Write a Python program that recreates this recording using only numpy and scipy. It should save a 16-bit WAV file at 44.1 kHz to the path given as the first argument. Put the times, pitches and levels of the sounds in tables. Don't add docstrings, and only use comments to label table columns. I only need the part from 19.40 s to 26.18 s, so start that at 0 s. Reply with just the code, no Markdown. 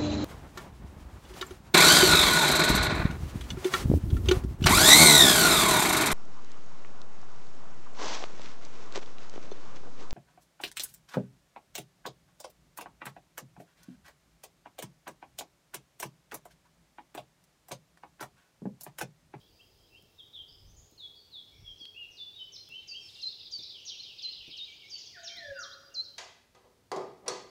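import sys
import numpy as np
from scipy import signal
from scipy.fft import rfft, irfft, next_fast_len
from scipy.io import wavfile
from scipy.ndimage import uniform_filter1d, map_coordinates

SR = 44100
rng = np.random.default_rng(int(sys.argv[2]) if len(sys.argv) > 2 else 0)


def file_out(sig):
    cols = np.atleast_2d(sig).T
    lim = np.clip(cols, -1, 1)
    pcm = np.round(lim * 32767).astype(np.int16)
    wavfile.write(sys.argv[1], SR, pcm)


N = 298998
TIME = np.arange(N) / SR

# f/Hz, relative level/dB
HISS_SPECTRUM = [(800, 5.5), (2000, 2.5), (5000, -4.5), (8000, -7), (11000, -2.5), (15500, 0.5)]
AIR_SPECTRUM = [(15, -35), (25, -32), (65, -8.5), (99, -2.5), (130, -5.5), (218, -11.5), (413, -7),
                (515, -12.5), (785, -16), (1460, -27.5), (2000, -37.5), (2600, -35.5), (4400, -120)]
BUFFET_SPECTRUM = [(15, -9), (40, 2.5), (90, 3), (150, -10.5), (300, -34.5), (700, -66)]
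CHORUS_SPECTRUM = [(1120, -48.5), (1900, -21), (2310, -6.5), (2650, -4), (2910, -1), (3180, 4.5), (3580, 2),
                   (4170, -4), (4920, 0.5), (5840, -11), (7800, -27.5), (10100, -37), (17200, -120)]
# t/s, relative tick level/dB, relative thud level/dB
CAMERA_TICKS = [(0.624, -49, -67.5), (1.512, -49.5, -67), (2.41, -55, -64), (3.289, -44.5, -63.5),
                (4.185, -46, -59), (5.0776, -52, -57), (5.9697, -44.5, -64)]
# t/s, level/dB
DRY_CLICK = [(2.4542, -39)]
# t/s, half width/s, relative level/dB
WIND_PUFFS = [(.35, 0.034, -67), (.67, .04, -71), (1.28, 0.14, -57), (2.24, 0.1, -56.5), (5.01, 0.027, -67),
              (6.1, .02, -56)]
# t/s, relative level/dB
STEP_ENVELOPE = [(3.55, -74.5), (3.68, -62.5), (3.77, -63.5), (3.86, -66), (3.95, -74.5)]
CHORUS_ENVELOPE = [(0, -65.5), (1.3, -73.5), (2.1, -64.5), (2.6, -65), (3.1, -57.5), (4.2, -52.5),
                   (5.3, -50), (6, -51), (6.4, -67.5), (6.78, -69)]
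# delay/s, relative level/dB
TRUNK_ECHOES = [(.0085, -10.5), (.021, -14)]
# t/s, f/Hz, level/dB
HIGH_HOOT = [(5.75, 725, -71), (5.79, 687.5, -56), (5.845, 679.5, -55.5), (5.88, 684, -77)]
LOW_HOOT = [(6.03, 604.6, -67), (6.07, 580.3, -50.5), (6.12, 552.6, -47.5), (6.17, 548.3, -47.5),
            (6.2, 529, -67)]
FLUTED_DROP = [(5.725, 2230, -62), (5.78, 1423, -47.5), (5.8, 1390, -75)]
FLUTED_SLIDE = [(5.95, 2156, -59.5), (6.01, 1810, -44), (6.08, 1701, -48), (6.14, 1602, -50.5),
                (6.185, 1469, -40), (6.27, 1108, -57), (6.3, 1040, -76)]
# t/s, length/s, start f/Hz, end f/Hz, relative level/dB
WARBLE_NOTES = [(0, 0.83, 4720, 5300, -73.5), (0.93, 0.077, 3654, 2917, -49.5),
                (1.076, 0.089, 4860, 5130, -59), (1.258, 0.13, 6050, 6350, -67),
                (1.362, 0.053, 6850, 6630, -57.5), (1.752, 0.088, 4590, 4480, -58.5),
                (2.113, .14, 2290, 2205, -69.5), (2.121, 0.25, 5420, 5550, -68.5),
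                (5.891, 0.07, 2316, 2304, -53.5)]
WARBLE_SERIES = [(4.338 + k * 0.157, 0.08, 3400, 2564, -49) for k in range(6)]
# t/s, nominal top f/Hz, relative level/dB
TWITTER_NOTES = [(3.672, 5220, -51.5), (3.735, 5170, -51), (3.785, 5200, -49), (3.86, 5110, -46),
                 (3.902, 5100, -46), (3.985, 5030, -47.5), (4.045, 5050, -46), (4.172, 5160, -42),
                 (4.218, 5700, -43.5), (4.282, 5130, -45), (4.46, 4990, -46), (4.618, 5200, -46),
                 (4.772, 5200, -44), (4.908, 5250, -43), (4.936, 5200, -48.5), (5.094, 5200, -48),
                 (5.24, 5080, -52), (5.572, 6400, -47), (5.598, 6120, -50), (5.65, 6410, -50),
                 (6.633, 5300, -50.5)]
# t/s, length/s, middle f/Hz, f/Hz at both ends, level/dB
BOW_NOTES = [(2.541, 0.12, 2869, 2515, -44.5), (2.929, 0.093, 3786, 3690, -49),
             (3.738, 0.092, 2810, 2675, -56), (4.006, 0.072, 4980, 4750, -56),
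             (5.262, 0.098, 2260, 2610, -56), (5.412, 0.079, 2190, 2490, -55),
             (6.122, 0.1, 2760, 2860, -60.5), (6.493, 0.082, 2822, 2710, -67)]
# t/s, length/s, top f/Hz, time of the leap/length, level/dB
RISE_NOTES = [(0.188, 0.039, 3260, 0.6, -57.5), (0.504, 0.1, 3220, 0.58, -58.5),
              (3.293, .118, 3090, .38, -43.5), (3.505, 0.11, 3223, 0.41, -44.5)]
# t/s, length/s, start f/Hz, final f/Hz, glide time/s, level/dB, scattered energy share
SLUR_NOTES = [(0.779, 0.039, 3790, 2820, 0.035, -46.5, 0.53), (0.929, 0.097, 3925, 3098, 0.042, -45, 0.26),
              (1.574, .12, 4410, 3350, 0.031, -45, 0.41), (1.908, 0.11, 4410, 3285, 0.043, -45, 0.42),
              (2.241, 0.094, 3390, 3161, 0.047, -45, 0.47), (2.37, 0.084, 6100, 4380, 0.021, -56, 0.74),
              (2.395, 0.082, 3390, 3243, 0.019, -43.5, 0.3), (2.7, 0.043, 6450, 4680, 0.033, -60.5, 0.8),
              (2.764, .132, 4900, 3493, .014, -44, 0.4), (2.978, 0.089, 3945, 3030, 0.0082, -45, 0.24),
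              (3.174, 0.038, 4140, 4190, .011, -46, .4), (3.596, 0.084, 5660, 5200, 0.037, -54, 0.54),
              (6.037, 0.06, 4840, 4800, 0.026, -58, .4), (6.145, .067, 4910, 4740, 0.021, -53.5, 0.5),
              (6.283, 0.063, 5000, 4760, 0.0295, -54, .45), (6.42, 0.066, 4990, 4700, 0.0454, -60, .5)]
# t/s, length/s, frequency ratio, level/dB
PLUNGE_NOTES = [(3.122, 0.053, .93, -46.5), (4.452, 0.18, 0.99, -41), (5.834, .17, 0.97, -41.5),
                (6.19, 0.155, 1.0, -43.5)]
# t/s from the onset, nominal f/Hz, relative level/dB, scattered energy share
PLUNGE_CONTOUR = [(0, 7000, -6.5, 0.7), (.013, 5874, -1, 0.76), (.035, 5435, -0.5, 0.58),
                  (.046, 3953, 2.5, 0.25), (.06, 3228, -8.5, 0.36), (0.123, 3280, -13.5, .3),
                  (.152, 4290, -1, 0.25), (.17, 4220, -13, 0)]
# t/s, length/s, held f/Hz, end f/Hz, glide time/s, level/dB, scattered share
SCOOP_NOTES = [(3.472, .072, 4645, 4430, .01, -42, 0.31), (3.815, .088, 4070, 4450, 0.0085, -34.5, 0.08),
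               (4.109, .078, 4550, 4500, 0.012, -38, 0.15), (4.819, 0.086, 4070, 4340, 0.011, -35.5, 0.08),
               (5.165, 0.094, 3674, 4180, .013, -41, 0.06), (5.495, 0.075, 4596, 4390, .014, -42, 0.25),
               (6.538, .094, 4050, 4580, .011, -35.5, 0.09)]


def amp(db):
    return 10 ** (np.asarray(db) / 20)


def unit(x):
    return x / np.sqrt(np.mean(x ** 2) + 1e-20)


def clock(length):
    return np.arange(int(length * SR)) / SR


def curves(rows):
    times, *columns = np.transpose(rows)
    return [np.interp(TIME, times, column) for column in columns]


def wobble(rate, size=N):
    return map_coordinates(rng.standard_normal(int(size * rate / SR) + 4), [np.arange(size) * rate / SR])


def noise(spectrum):
    size = next_fast_len(N + 8192)
    hz, db = np.transpose(spectrum)
    gain = amp(np.interp(np.log(np.fft.rfftfreq(size, 1 / SR) + 1), np.log(hz), db))
    return unit(irfft(rfft(rng.standard_normal(size)) * gain, size)[:N])


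def add(track, onset, sound):
    part = track[max(round(onset * SR), 0):][:len(sound)]
    part += sound[:len(part)]


def whistle(hz, waver, flutter_db):
    phase = 2 * np.pi * np.cumsum(hz * (1 + waver * wobble(170, len(hz)))) / SR
    return np.sqrt(2) * np.sin(phase) * amp(flutter_db * wobble(82.8, len(hz)))


def swell(size, crest, sharpness):
    progress = np.interp(np.linspace(0, 1, size), [0, crest, 1], [0, .5, 1])
    return np.abs(np.sin(np.pi * progress)) ** sharpness


def reflected(x):
    out = x.copy()
    for delay, db in TRUNK_ECHOES:
        add(out, delay, amp(db) * x)
    return out


def scattered(x, early_t60, late_t60, late_db):
    t = clock(1)
    decay = amp(-60 * t / early_t60) + amp(late_db - 60 * t / late_t60)
    decay *= 1 - np.exp(-t / 0.0023)
    decay /= np.sqrt(np.sum(decay ** 2))
    out, hop = np.zeros(N), SR // 8
    padded, window = np.pad(x, (0, 2 * hop)), np.hanning(2 * hop)
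    for start in range(0, N, hop):
        piece = padded[start:start + 2 * hop] * window
        paths = rng.standard_normal(SR)
        if piece.any():
            add(out, start / SR, signal.fftconvolve(piece, decay * paths))
    return out


def camera():
    ticks, thuds, t = np.zeros(N), np.zeros(N), clock(0.2)
    for onset, tick_db, thud_db in CAMERA_TICKS:
        add(ticks, onset, amp(tick_db - 9 - 60 * t / 0.019))
        add(thuds, onset, amp(thud_db + 7 - 60 * t / 0.14) * (1 - np.exp(-t / 0.0055)))
    ticks *= noise([(2000, -7), (8000, -5), (15000, -1)])
    thuds *= noise([(50, -7), (160, 2.5), (350, -1.5), (700, -21), (2000, -53)])
    return amp(-72.5) * noise(HISS_SPECTRUM) + ticks + thuds


def wind():
    breeze = amp(-74.5 - 1.33 * TIME)
    puffs = sum(amp(db) * np.exp(-((TIME - peak) / width) ** 2) for peak, width, db in WIND_PUFFS)
    buffets = (breeze + puffs) * amp(-0.5 + 4.1 * wobble(21.96)) * noise(BUFFET_SPECTRUM)
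    return buffets + amp(-69.5) * noise(AIR_SPECTRUM)


def fawn_step():
    level_db, = curves(STEP_ENVELOPE)
    blades = noise([(1500, -9.5), (5000, 3.5), (9000, -6.5), (15000, -23)])
    return amp(level_db + wobble(120)) * blades


def click():
    envelope = np.zeros(N)
    for onset, db in DRY_CLICK:
        add(envelope, onset, amp(db - 60 * clock(0.05) / 0.014))
    return envelope * noise([(300, -2), (1200, -25), (3500, 13), (5500, -15), (15000, -37)])


def chorus():
    level_db, = curves(CHORUS_ENVELOPE)
    spectrogram = signal.stft(noise(CHORUS_SPECTRUM), nperseg=512)[2]
    patches = uniform_filter1d(rng.standard_normal(spectrogram.shape), size=4, axis=0)
    patches = unit(uniform_filter1d(patches, size=10, axis=1))
    blur = signal.istft(spectrogram * amp(5.04 * patches), nperseg=512)[1][:N]
    return amp(level_db - 5) * unit(blur)


def wood_call(contour, share, waver, t60):
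    hz, level_db = curves(contour)
    sounding = (TIME > contour[0][0]) & (TIME < contour[-1][0])
    call = sounding * amp(level_db) * whistle(uniform_filter1d(hz, size=600), waver, flutter_db=3.5)
    diffuse = scattered(call, early_t60=0.84, late_t60=t60, late_db=4)
    return np.sqrt(1 - share) * call + np.sqrt(share) * diffuse


def cuckoo(echo_s=0.19, echo_db=-4):
    high = wood_call(HIGH_HOOT, share=0.53, waver=0.0148, t60=2.3)
    call = high + wood_call(LOW_HOOT, share=0.099, waver=0.0055, t60=2.6)
    add(call, echo_s, amp(echo_db) * high)
    return call


def fluting_bird():
    drop = wood_call(FLUTED_DROP, share=0.78, waver=0.0095, t60=1.6)
    return drop + wood_call(FLUTED_SLIDE, share=0.51, waver=0.0088, t60=1.09)


def warblers(shake_hz=95, depth=0.047):
    song = np.zeros(N)
    for onset, length, start_hz, end_hz, db in WARBLE_NOTES + WARBLE_SERIES:
        size = int(length * SR)
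        shake = np.sin(2 * np.pi * np.cumsum(shake_hz * (1 + 0.31 * wobble(60, size))) / SR)
        hz = np.linspace(start_hz, end_hz, size) * (1 + depth * shake)
        tone = whistle(hz, waver=0.015, flutter_db=2)
        add(song, onset, amp(db) * swell(size, crest=0.14, sharpness=0.72) * tone)
    return amp(-3.5) * song + amp(-1) * scattered(song, early_t60=0.75, late_t60=1, late_db=-1)


def twitterer(length_s=0.033, top_s=0.00828, width_s=0.011, foot_ratio=0.67):
    song, t = np.zeros(N), clock(length_s)
    arch = foot_ratio + (1 - foot_ratio) * np.exp(-((t - top_s) / width_s) ** 2)
    for onset, top_hz, db in TWITTER_NOTES:
        detuning = 1 + 0.0221 * rng.standard_normal()
        tone = whistle(top_hz * arch * detuning, waver=0.016, flutter_db=0)
        add(song, onset, amp(db) * swell(len(t), crest=0.71, sharpness=1.65) * tone)
    return amp(-1) * reflected(song) + amp(2.5) * scattered(song, early_t60=0.29, late_t60=1.5, late_db=-8.5)


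def bows(share=0.29):
    for onset, length, middle_hz, ends_hz, db in BOW_NOTES:
        parabola = (2 * clock(length) / length - 1) ** 2
        yield onset, middle_hz + (ends_hz - middle_hz) * parabola, db, share


def rises(foot_hz=2678, leap_width=0.126, share=0.37):
    for onset, length, top_hz, place, db in RISE_NOTES:
        leap = (1 + np.tanh((clock(length) / length - place) / leap_width)) / 2
        yield onset, foot_hz + (top_hz - foot_hz) * leap, db, share


def slurs():
    for onset, length, start_hz, end_hz, glide, db, share in SLUR_NOTES:
        remaining = np.exp(-(clock(length) / glide) ** 1.402)
        yield onset, end_hz + (start_hz - end_hz) * remaining, db, share


def plunges(release_s=0.0087):
    direct, diffuse = np.zeros(N), np.zeros(N)
    knots, *contour = np.transpose(PLUNGE_CONTOUR)
    for onset, length, ratio, db in PLUNGE_NOTES:
        t = clock(length)
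        hz, contour_db, share = [np.interp(t, knots, column) for column in contour]
        release = np.minimum((length - t) / release_s, 1)
        tone = whistle(ratio * uniform_filter1d(hz, size=250), waver=0.0077, flutter_db=0.1)
        note = amp(db + contour_db) * release * tone
        share = np.clip(share, .01, .99)
        add(direct, onset, np.sqrt(1 - share) * note)
        add(diffuse, onset, np.sqrt(share) * note)
    return direct, diffuse


def scoops(top_hz=6750):
    for onset, length, held_hz, end_hz, glide, db, share in SCOOP_NOTES:
        t = clock(length)
        drop = (top_hz - held_hz) * np.exp(-(t / glide) ** 1.496)
        bend = (end_hz - held_hz) * (t / length) ** 7
        yield onset, held_hz + drop + bend, db, share


def songbirds():
    direct, diffuse = plunges()
    for onset, hz, db, share in [*scoops(), *slurs(), *rises(), *bows()]:
        note = amp(db) * whistle(hz, waver=0.0063, flutter_db=1.5)
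        add(direct, onset, np.sqrt(1 - share) * swell(len(hz), crest=0.63, sharpness=0.9) * note)
        add(diffuse, onset, np.sqrt(share) * swell(len(hz), crest=0.31, sharpness=0.25) * note)
    return reflected(direct) + scattered(diffuse, early_t60=0.36, late_t60=1, late_db=-3.5)


def scene():
    birds = fluting_bird() + songbirds() + warblers() + twitterer() + cuckoo() + chorus()
    return (birds + wind() + fawn_step() + click() + camera())[None]


def record(dry, cutoff_hz=15800):
    size = next_fast_len(N + 8192)
    passband = np.fft.rfftfreq(size, 1 / SR) < cutoff_hz
    return irfft(rfft(dry, size) * passband, size)[..., :N]


dry = scene()
out = record(dry)
file_out(out)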